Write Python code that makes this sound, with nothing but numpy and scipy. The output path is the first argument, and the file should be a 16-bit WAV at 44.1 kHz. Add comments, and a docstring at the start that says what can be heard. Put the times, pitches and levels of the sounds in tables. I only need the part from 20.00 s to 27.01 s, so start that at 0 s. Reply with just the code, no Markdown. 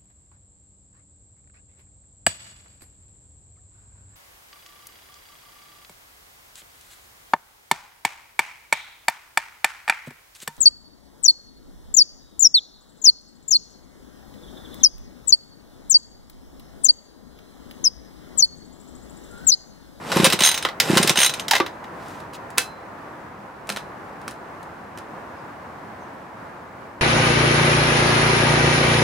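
"""Two rasping, clattering pulls on a brush cutter's recoil starter; the small petrol engine does not fire.
In each pull the cord rasps, the cylinder puffs and the crank clatters; then the cord rewinds while pawls
snap over a ringing steel cup. The handle knocks home and a hand works the controls on the shaft.
Far traffic hums around the paved yard throughout, with a faint bird near the end."""
import sys
import numpy as np
from scipy import signal
from scipy.fft import rfft, irfft, next_fast_len
from scipy.io import wavfile
from scipy.ndimage import map_coordinates

SR = 44100
rng = np.random.default_rng(int(sys.argv[2]) if len(sys.argv) > 2 else 0)


def inscribe(sig):
    """Save sig as 16-bit PCM at rate SR to the path in sys.argv[1].

    A 1-D sig is mono; a 2-D sig holds one channel per row.
    Samples are clipped to [-1, 1] before scaling.
    """
    pcm = np.round(np.clip(np.atleast_2d(sig).T, -1, 1) * 32767)
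    wavfile.write(sys.argv[1], SR, pcm.astype(np.int16))


N = 309141

# The two pulls. Each row: first compression in seconds, arm stop in seconds.
PULLS = [(.1663, .335), (.902, 1.112)]
# Crank speed, one list per pull. Each row: time in seconds, turns per second.
CRANK_SPEED = [
    [(0, .5), (.08, 6), (.1663, 28.66), (.24, 30.25), (.298, 13.56), (.43, 13.15), (.46, 1)],
    [(.8, 5), (.902, 29.6), (.9636, 32.2), (1.031, 20.15), (1.12, 14.2), (1.19, 10.5), (1.22, 1)],
]
# Reel speed, one list per rewind, quick until the hand holds the cord back.
# Each row: time in seconds, teeth per second.
REEL_SPEED = [
    [(.39, 64.1), (.426, 66.55), (.463, 89.3), (.495, 39.1), (.563, 30), (.6, 19.3), (.67, 12)],
    [(1.157, 60.2), (1.2067, 73.4), (1.2586, 62.3), (1.268, 29.6), (1.348, 18.5), (1.42, 13.1), (1.49, 3)],
]
# Upper modes of the steel starter cup. Each row: frequency in Hz, level in dB, t60 in seconds.
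CUP_UPPER_MODES = [(9010, -1.5, 0.062), (9080, -2, 0.057), (11500, -12.5, .11), (14761, -25.5, .1),
                   (15515, -15, .08)]
CRANK_FULL_TURNS_PER_S, REEL_FULL_TEETH_PER_S = 30, 68


def amp(db):
    """Decibels to gain."""
    return 10 ** (np.asarray(db) / 20)


def unit(x):
    """Scale to rms 1."""
    return x / np.sqrt(np.mean(np.abs(x) ** 2) + 1e-20)


def along(points, hz):
    """Read (Hz, value) points on a log axis."""
    f, v = np.transpose(points)
    return np.interp(np.log(hz + 1), np.log(f), v)


def curve(points, outside=None):
    """Read (seconds, value) points at every sample."""
    times_s, values = np.transpose(points)
    return np.interp(np.arange(N) / SR, times_s, values, outside, outside)


def wobble(knots_per_s):
    """Smooth random curve."""
    knots = rng.standard_normal(int(N * knots_per_s / SR) + 4)
    return map_coordinates(knots, [np.arange(N) * knots_per_s / SR])


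def filtered(x, response):
    """Apply a complex frequency response."""
    size = next_fast_len(N + SR // 2)
    return irfft(rfft(x, size) * response(np.fft.rfftfreq(size, 1 / SR)), size)[..., :N]


def add(track, start_s, sound):
    """Mix a sound into a track."""
    start = max(round(start_s * SR), 0)
    track[start:start + len(sound)] += sound[:N - start]


def noise(spectrum):
    """Coloured noise of rms 1."""
    return unit(filtered(rng.standard_normal(N), lambda hz: amp(along(spectrum, hz))))


def resonances(hz, modes):
    """Complex response of (Hz, width in Hz, dB) modes."""
    return sum(amp(db) * 1j * hz * w / (f * f - hz * hz + 1j * hz * w) for f, w, db in modes)


def octaves(speed, full):
    """Doublings of speed relative to full; far below zero at rest."""
    return np.log2(speed / full + 1e-9)


def passes(speed_points, first_s):
    """Time and speed of each whole turn or tooth from first_s on."""
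    speed = curve(speed_points, outside=0)
    turns = np.cumsum(speed) / SR
    turns -= turns[round(first_s * SR)]
    at = np.searchsorted(turns, np.arange(turns[-1]), "right")
    return at / SR, speed[at]


def housing(hz, direct):
    """Resonances of engine cover and crankcase, plus the direct sound."""
    # Each row: frequency in Hz, width in Hz, gain in dB.
    modes = [(339.3, 60, -15.5), (525.3, 49, 4), (870, 500, -5), (1060, 40, -3), (1524, 69, -2.5),
             (2010, 140, -13), (2640, 140, -9.5), (2910, 60, -5.5), (3158, 67, -5.5), (3755, 400, -6),
             (5170, 62, -3.5), (5520, 150, -8), (7600, 130, -23.5), (11880, 400, -8)]
    return direct + resonances(hz, modes)


def ring(modes, scatter_db, drift):
    """One strike on a set of modes; loose contact makes the phase drift (turns per root second)."""
    t = np.arange(SR // 2) / SR
    out = np.zeros(len(t))
    for hz, db, t60_s in modes:
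        envelope = amp(db + scatter_db * rng.normal() - 60 * t / t60_s)
        phase = rng.random() + drift * np.cumsum(rng.standard_normal(len(t))) / np.sqrt(SR)
        out += envelope * np.sin(2 * np.pi * (hz * t + phase))
    return out


def blows(rows, colour, mid_low_high_db, treble_tilt, rise_s, crack_t60_s, tail_db, tail_t60_s):
    """Hard contacts (seconds, dB, brightness in dB): a crack and a noise tail for the dense modes."""
    t = np.arange(SR // 4) / SR
    decay = amp(-60 * t / crack_t60_s) + amp(tail_db - 60 * t / tail_t60_s)
    envelope = (1 - np.exp(-t / rise_s)) * decay
    bands_hz = [(1500, 6000), (20, 1500), (6000, 16000)]
    tilts = (0, -1, treble_tilt)  # bright contacts trade thud for treble
    out = np.zeros(N)
    for (lo, hi), band_db, tilt in zip(bands_hz, mid_low_high_db, tilts):
        def band_colour(hz):
            response = colour(hz)
            return response / np.sqrt(np.mean(np.abs(response) ** 2 * ((hz > lo) & (hz < hi))))

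        drive = np.zeros(N)
        for s, db, bright_db in rows:
            add(drive, s, amp(db + band_db + tilt * bright_db) * envelope * rng.standard_normal(len(t)))
        bandpass = signal.butter(3, (lo, hi), "band", fs=SR, output="sos")
        out += filtered(signal.sosfilt(bandpass, drive), band_colour)
    return out


def traffic(flutter_db=0.79):
    """Far tyres and engines: nearly mono in the bass, wide above."""
    # Each row: frequency in Hz, relative level in dB.
    spectrum = [(15, -51.5), (25, -20.5), (82, -4), (149, -1), (175, -0.5), (326, -1.5), (416, -3.5),
                (463, -2.5), (503, -2), (591, -1.5), (962, 0.5), (1790, -8), (3250, -25.5), (13600, -40.5),
                (16000, -40.5)]
    # Each row: time in seconds, level in dB.
    flow = [(0, -36.5), (2, -36.5), (3.2, -39), (4.2, -38.5), (5.6, -37.5), (7, -39)]
    # Each row: frequency in Hz, left-right correlation.
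    correlation = [(60, 0.96), (150, 0.93), (380, 0.78), (950, 0.4), (2380, 0.26), (5980, 0.21),
                   (15000, 0.5)]

    def mid_side_gains(hz):
        angle = np.arccos(np.clip(along(correlation, hz), -1, 1)) / 2
        return amp(along(spectrum, hz)) * [np.cos(angle), np.sin(angle)]

    mid, side = filtered(rng.standard_normal((2, N)), mid_side_gains)
    return amp(curve(flow) + flutter_db * wobble(12)) * unit(np.array([mid + side, mid - side]))


def bird():
    """A small, far bird: thin gliding whistles that swell and fade."""
    # Each row: start and length in seconds, start and end pitch in Hz, level in dB.
    chirps = [(5.34, 0.1, 5300, 4650, -65), (5.979, 0.068, 6100, 6350, -62)]
    out = np.zeros(N)
    for s, length_s, start_hz, end_hz, db in chirps:
        hz = np.linspace(start_hz, end_hz, round(length_s * SR))
        add(out, s, amp(db) * np.hanning(len(hz)) * np.sin(2 * np.pi * np.cumsum(hz) / SR))
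    return out


def yard(x):
    """Ground and nearby walls scatter a short tail, different at each ear."""
    # Each row: frequency in Hz, t60 in seconds.
    decay_times = [(200, .18), (2000, 0.12), (6000, 0.16), (14000, 0.024)]
    hz, t, spectra = signal.stft(rng.standard_normal((2, SR // 2)), SR, nperseg=256)
    decay = amp(-60 * t / along(decay_times, hz)[:, None])
    tail = signal.istft(spectra * decay, SR, nperseg=256)[1]
    return signal.fftconvolve(x[None], tail / np.linalg.norm(tail[0]), axes=1)[:, :N]


def cloth(flutter_db=1.484):
    """Sleeve and trousers brush softly as the arm moves to the shaft."""
    # Each row: midpoint and length in seconds, level in dB.
    brushes = [(1.672, .4, -63), (2.092, .46, -53.5), (2.349, .06, -45.5)]
    # Each row: frequency in Hz, relative level in dB.
    fabric_spectrum = [(1000, -22.5), (2500, 9), (8000, 0), (13000, -7), (16000, -8.5)]
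    pressure = np.zeros(N)
    for middle_s, length_s, db in brushes:
        add(pressure, middle_s - length_s / 2, amp(db) * np.hanning(round(length_s * SR)))
    return pressure * amp(flutter_db * wobble(60)) * noise(fabric_spectrum)


def controls():
    """Switch and trigger snap in the grip; hard snaps set the aluminium shaft tube ringing."""
    # Each row: start in seconds, level in dB, brightness in dB.
    clicks = [(2.083, -38.5, 3), (2.202, -35, -7), (2.334, -33.5, 0), (2.503, -36.5, 4.5),
              (2.5758, -18.5, -4), (2.5807, -3, 5), (3.6712, -37.5, 4.5), (3.691, -16, -4),
              (3.699, -16, -3.5), (3.722, -23, 0), (3.7617, -20.5, -5), (3.770, -19, -7.5),
              (4.2145, -39.5, -4), (4.2787, -20, -4.5), (4.3094, -33, 5.5), (4.629, -41, 4),
              (4.974, -30, -5.5), (4.985, -32.5, -3)]
    # Each row: frequency in Hz, relative level in dB.
    grip_spectrum = [(120, -39), (200, -3), (509, 0), (683, -3), (1530, 1), (1910, -3.5), (2700, -4),
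                     (7410, -10.5), (9060, -9), (16000, -23)]
    # Each row: frequency in Hz, level in dB, t60 in seconds.
    shaft_modes = [(497, 2, .1), (1080, 9, .04), (1550, 4, .15), (2627, 0, .18), (3009, -13, .25),
                   (4054, -10, .42), (4140, -15, .2), (4985, -16, .29)]
    colour = lambda hz: amp(along(grip_spectrum, hz))
    out = blows(clicks, colour, mid_low_high_db=(-4.8, -10, -8), treble_tilt=0.5,
                rise_s=0.00049, crack_t60_s=0.018, tail_db=-16.5, tail_t60_s=0.18)
    for s, db, _ in clicks:
        add(out, s, amp(1.5 * db - 21.5) * ring(shaft_modes, scatter_db=-1, drift=0.22))
    return out


def handle():
    """The starter snatches, its plastic handle strikes the cover, and hollow parts boom briefly."""
    # Each row: start in seconds, level in dB, brightness in dB.
    knocks = [(.6498, -8, -5.5), (.6868, -20, -5.5), (.8003, -4, 8.5), (1.4818, -15.5, 6.5),
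              (1.51, -4.5, 7.5), (1.5342, -7.5, -2.5), (1.5519, -7.5, 0.5), (1.5622, -10, -0.5),
              (1.5803, -19, 1), (1.6002, -11, -9), (1.6622, -21, -0.5), (1.841, -33.5, -3.5)]
    # Each row: frequency in Hz, relative level in dB.
    plastic_spectrum = [(120, -57), (200, -14), (340, -6.5), (623, -2), (851, -3.5), (1840, 4), (2090, 5.5),
                        (2470, 0), (3690, 2), (7540, -18.5), (16000, -27)]
    # Each row: start in seconds, level in dB, frequency in Hz, t60 in seconds.
    booms = [(1.514, -10, 905, 0.055), (1.532, -8, 796, 0.039), (1.604, -9.5, 1160, 0.054),
             (1.605, -3.5, 340, 0.031), (3.70, -27.5, 201.4, 0.3)]
    colour = lambda hz: amp(along(plastic_spectrum, hz)) * housing(hz, direct=0.94)
    out = blows(knocks, colour, mid_low_high_db=(-4.5, -8, -13), treble_tilt=0.76,
                rise_s=0.00077, crack_t60_s=0.021, tail_db=-12.5, tail_t60_s=0.13)
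    t = np.arange(SR // 4) / SR
    for s, db, hz, t60_s in booms:
        envelope = amp(db - 60 * t / t60_s) * (1 - np.exp(-t * hz))
        add(out, s, envelope * np.sin(2 * np.pi * hz * t))
    return out


def cord(rasp_db=-26.5, drone_db=-29, rewind_db=-27.5, grain_db=2.5):
    """The braided cord rasps through its guide, out and back; the spinning crank makes the cover drone."""
    # Each row of both: frequency in Hz, relative level in dB.
    rasp_spectrum = [(350, -36), (600, -5), (957, -6), (1830, -3.5), (2990, -7), (7020, -14), (7620, -10.5),
                     (8500, -14), (13600, -22), (16000, -38)]
    drone_spectrum = [(29, -55), (50, -25.5), (189, 1.5), (338, -7.5), (457, -0.5), (529, -2), (611, -9),
                      (900, -6), (1170, -38), (1980, -120)]
    pull_db_per_oct, rewind_db_per_oct = 4.5, 7.5
    swell_db_per_s, release_db_per_s = 18.5, 259  # as cord runs out; once the arm stops
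    t = np.arange(N) / SR
    rasp_gain, drone_gain = np.zeros(N), np.zeros(N)
    for (first_s, stop_s), speeds in zip(PULLS, CRANK_SPEED):
        speed_oct = octaves(curve(speeds, outside=0), CRANK_FULL_TURNS_PER_S)
        effort_db = pull_db_per_oct * speed_oct - release_db_per_s * np.maximum(t - stop_s, 0)
        rasp_gain += amp(rasp_db + effort_db + swell_db_per_s * (t - first_s))
        drone_gain += amp(drone_db + effort_db)
    for speeds in REEL_SPEED:
        speed_oct = octaves(curve(speeds, outside=0), REEL_FULL_TEETH_PER_S)
        rasp_gain += amp(rewind_db + rewind_db_per_oct * speed_oct)
    fibres = rng.standard_normal(N) * amp(grain_db * wobble(600))
    rasp = unit(filtered(fibres, lambda hz: amp(along(rasp_spectrum, hz)) * housing(hz, direct=0.95)))
    return rasp_gain * rasp + drone_gain * noise(drone_spectrum)


def ratchet(snap_db=-4.5, snap_db_per_oct=5, lower_db=-19, upper_db=-13.5, ring_db_per_oct=9.5):
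    """On rewind the pawls snap over the starter cup's teeth, harder with speed, and ring the cup."""
    # Each row: frequency in Hz, relative level in dB.
    pawl_spectrum = [(150, -20.5), (500, -4), (1500, 1), (3500, 4.5), (4700, -1.5), (5500, 0), (8500, -5),
                     (10000, -17), (12500, -11.5), (16000, -24)]
    # Each row: frequency in Hz, level in dB, t60 in seconds.
    cup_lower_modes = [(3720, -6, .1), (3990, -4.5, 0.17), (6360, -0.5, 0.13), (6270, -4.5, 0.13)]
    engage_db, engage_s = -9, 0.0073  # snaps start soft and dull while the pawls engage
    build_db, build_s = -11.5, 0.022  # the ring builds from a weak start
    snaps, cup = [], np.zeros(N)
    for speeds in REEL_SPEED:
        start_s = speeds[0][0]
        for s, speed in zip(*passes(speeds, start_s)):
            speed_oct = min(octaves(speed, REEL_FULL_TEETH_PER_S), 0)
            soft_db = engage_db * np.exp((start_s - s) / engage_s)
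            snaps.append((s, snap_db + snap_db_per_oct * speed_oct + soft_db, soft_db))
            lower = amp(lower_db) * ring(cup_lower_modes, scatter_db=3.5, drift=2.6)
            upper = amp(upper_db) * ring(CUP_UPPER_MODES, scatter_db=3, drift=2.2)
            ring_db = ring_db_per_oct * speed_oct + build_db * np.exp((start_s - s) / build_s)
            add(cup, s + 0.001, amp(ring_db) * (lower + upper))
    colour = lambda hz: amp(along(pawl_spectrum, hz)) * housing(hz, direct=0.53)
    return cup + blows(snaps, colour, mid_low_high_db=(-7.5, -19, -15.5), treble_tilt=0.47,
                       rise_s=0.0005, crack_t60_s=0.026, tail_db=-13, tail_t60_s=0.13)


def crank(rattle_gap_s=0.007, rattle_loss_db=1):
    """Compression checks the crank; the slack in the starter clatters and faintly rings its cup."""
    # Each row: start in seconds, level in dB, brightness in dB, number of contacts.
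    jolts = [(.1173, -15, -7.5, 2), (.159, -17.5, -9, 1), (.1686, -12, -7, 1), (.199, -15.5, -8.5, 1),
             (.2434, -3, 0, 4), (.3003, -10, 6, 1), (.3237, -7, -1, 2), (.9713, -4, -1.5, 2),
             (1.0285, -7, 7, 1), (1.0745, -7, 13, 1), (1.0945, -2, 3, 1)]
    # Each row: frequency in Hz, relative level in dB.
    metal_spectrum = [(240, -24.5), (400, -10.5), (553, -3.5), (879, -11), (964, -3.5), (2510, -2),
                      (3690, -1), (7170, -11), (9180, -13.5), (9920, -17.5), (16000, -23.5)]
    contacts = [(s + k * rattle_gap_s, db - k * rattle_loss_db, bright_db)
                for s, db, bright_db, count in jolts for k in range(count)]
    colour = lambda hz: amp(along(metal_spectrum, hz)) * housing(hz, direct=0.45)
    out = blows(contacts, colour, mid_low_high_db=(-8, -13, -14), treble_tilt=0.15,
                rise_s=0.00037, crack_t60_s=0.03, tail_db=-9, tail_t60_s=0.1094)
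    for s, db, bright_db in contacts:
        add(out, s, amp(db + 0.4 * bright_db - 22.5) * ring(CUP_UPPER_MODES, scatter_db=7, drift=2.4))
    return out


def cylinder(puff_db=-6, db_per_oct=2.5, sag_db_per_s=32, width_s=0.00086):
    """Each turn pushes out one short puff, which echoes back off the ground and nearby wall and rings its
    chambers."""
    # Air box and silencer. Each row: frequency in Hz, width in Hz, gain in dB.
    chamber_modes = [(186, 37.7, -5.5), (325, 10, -3.5)]
    t = np.arange(-SR // 100, SR // 30) / SR

    def puff(delay_s):
        x = (t - delay_s) / width_s
        return (1 - x ** 2) * np.exp(-0.5 * x ** 2)

    out = np.zeros(N)
    for (first_s, _), speeds in zip(PULLS, CRANK_SPEED):
        for s, speed in zip(*passes(speeds, first_s)):
            spent_db = sag_db_per_s * (s - first_s)
            db = puff_db + db_per_oct * octaves(speed, CRANK_FULL_TURNS_PER_S) - spent_db
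            rebound_s = 0.0054 * (1 + 0.031 * rng.normal())
            add(out, s + t[0], amp(db) * (puff(0) + 0.54 * puff(rebound_s) + 0.1093 * puff(0.0102)))
    return filtered(out, lambda hz: 1 + resonances(hz, chamber_modes))


def scene():
    """The machine lies just right of centre, an arm's length or two away."""
    puffs = cylinder()
    machine = cord() + crank() + ratchet() + handle() + controls() + cloth()
    direct = (machine + puffs) * amp([[-0.5], [0.5]])
    scattered = yard(amp(-10) * machine + amp(-13) * puffs + bird())
    return direct + scattered + traffic()


def record(dry):
    """Thin the deepest bass, round off the highest peaks and limit the band."""
    low_cut_hz, top_hz = 38, 15900
    thinned = signal.sosfilt(signal.butter(2, low_cut_hz, "high", fs=SR, output="sos"), dry)
    rounded = thinned / (1 + np.abs(thinned) ** 6) ** (1 / 6)
    return filtered(rounded, lambda hz: hz < top_hz)


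dry = scene()
out = record(dry)
inscribe(out)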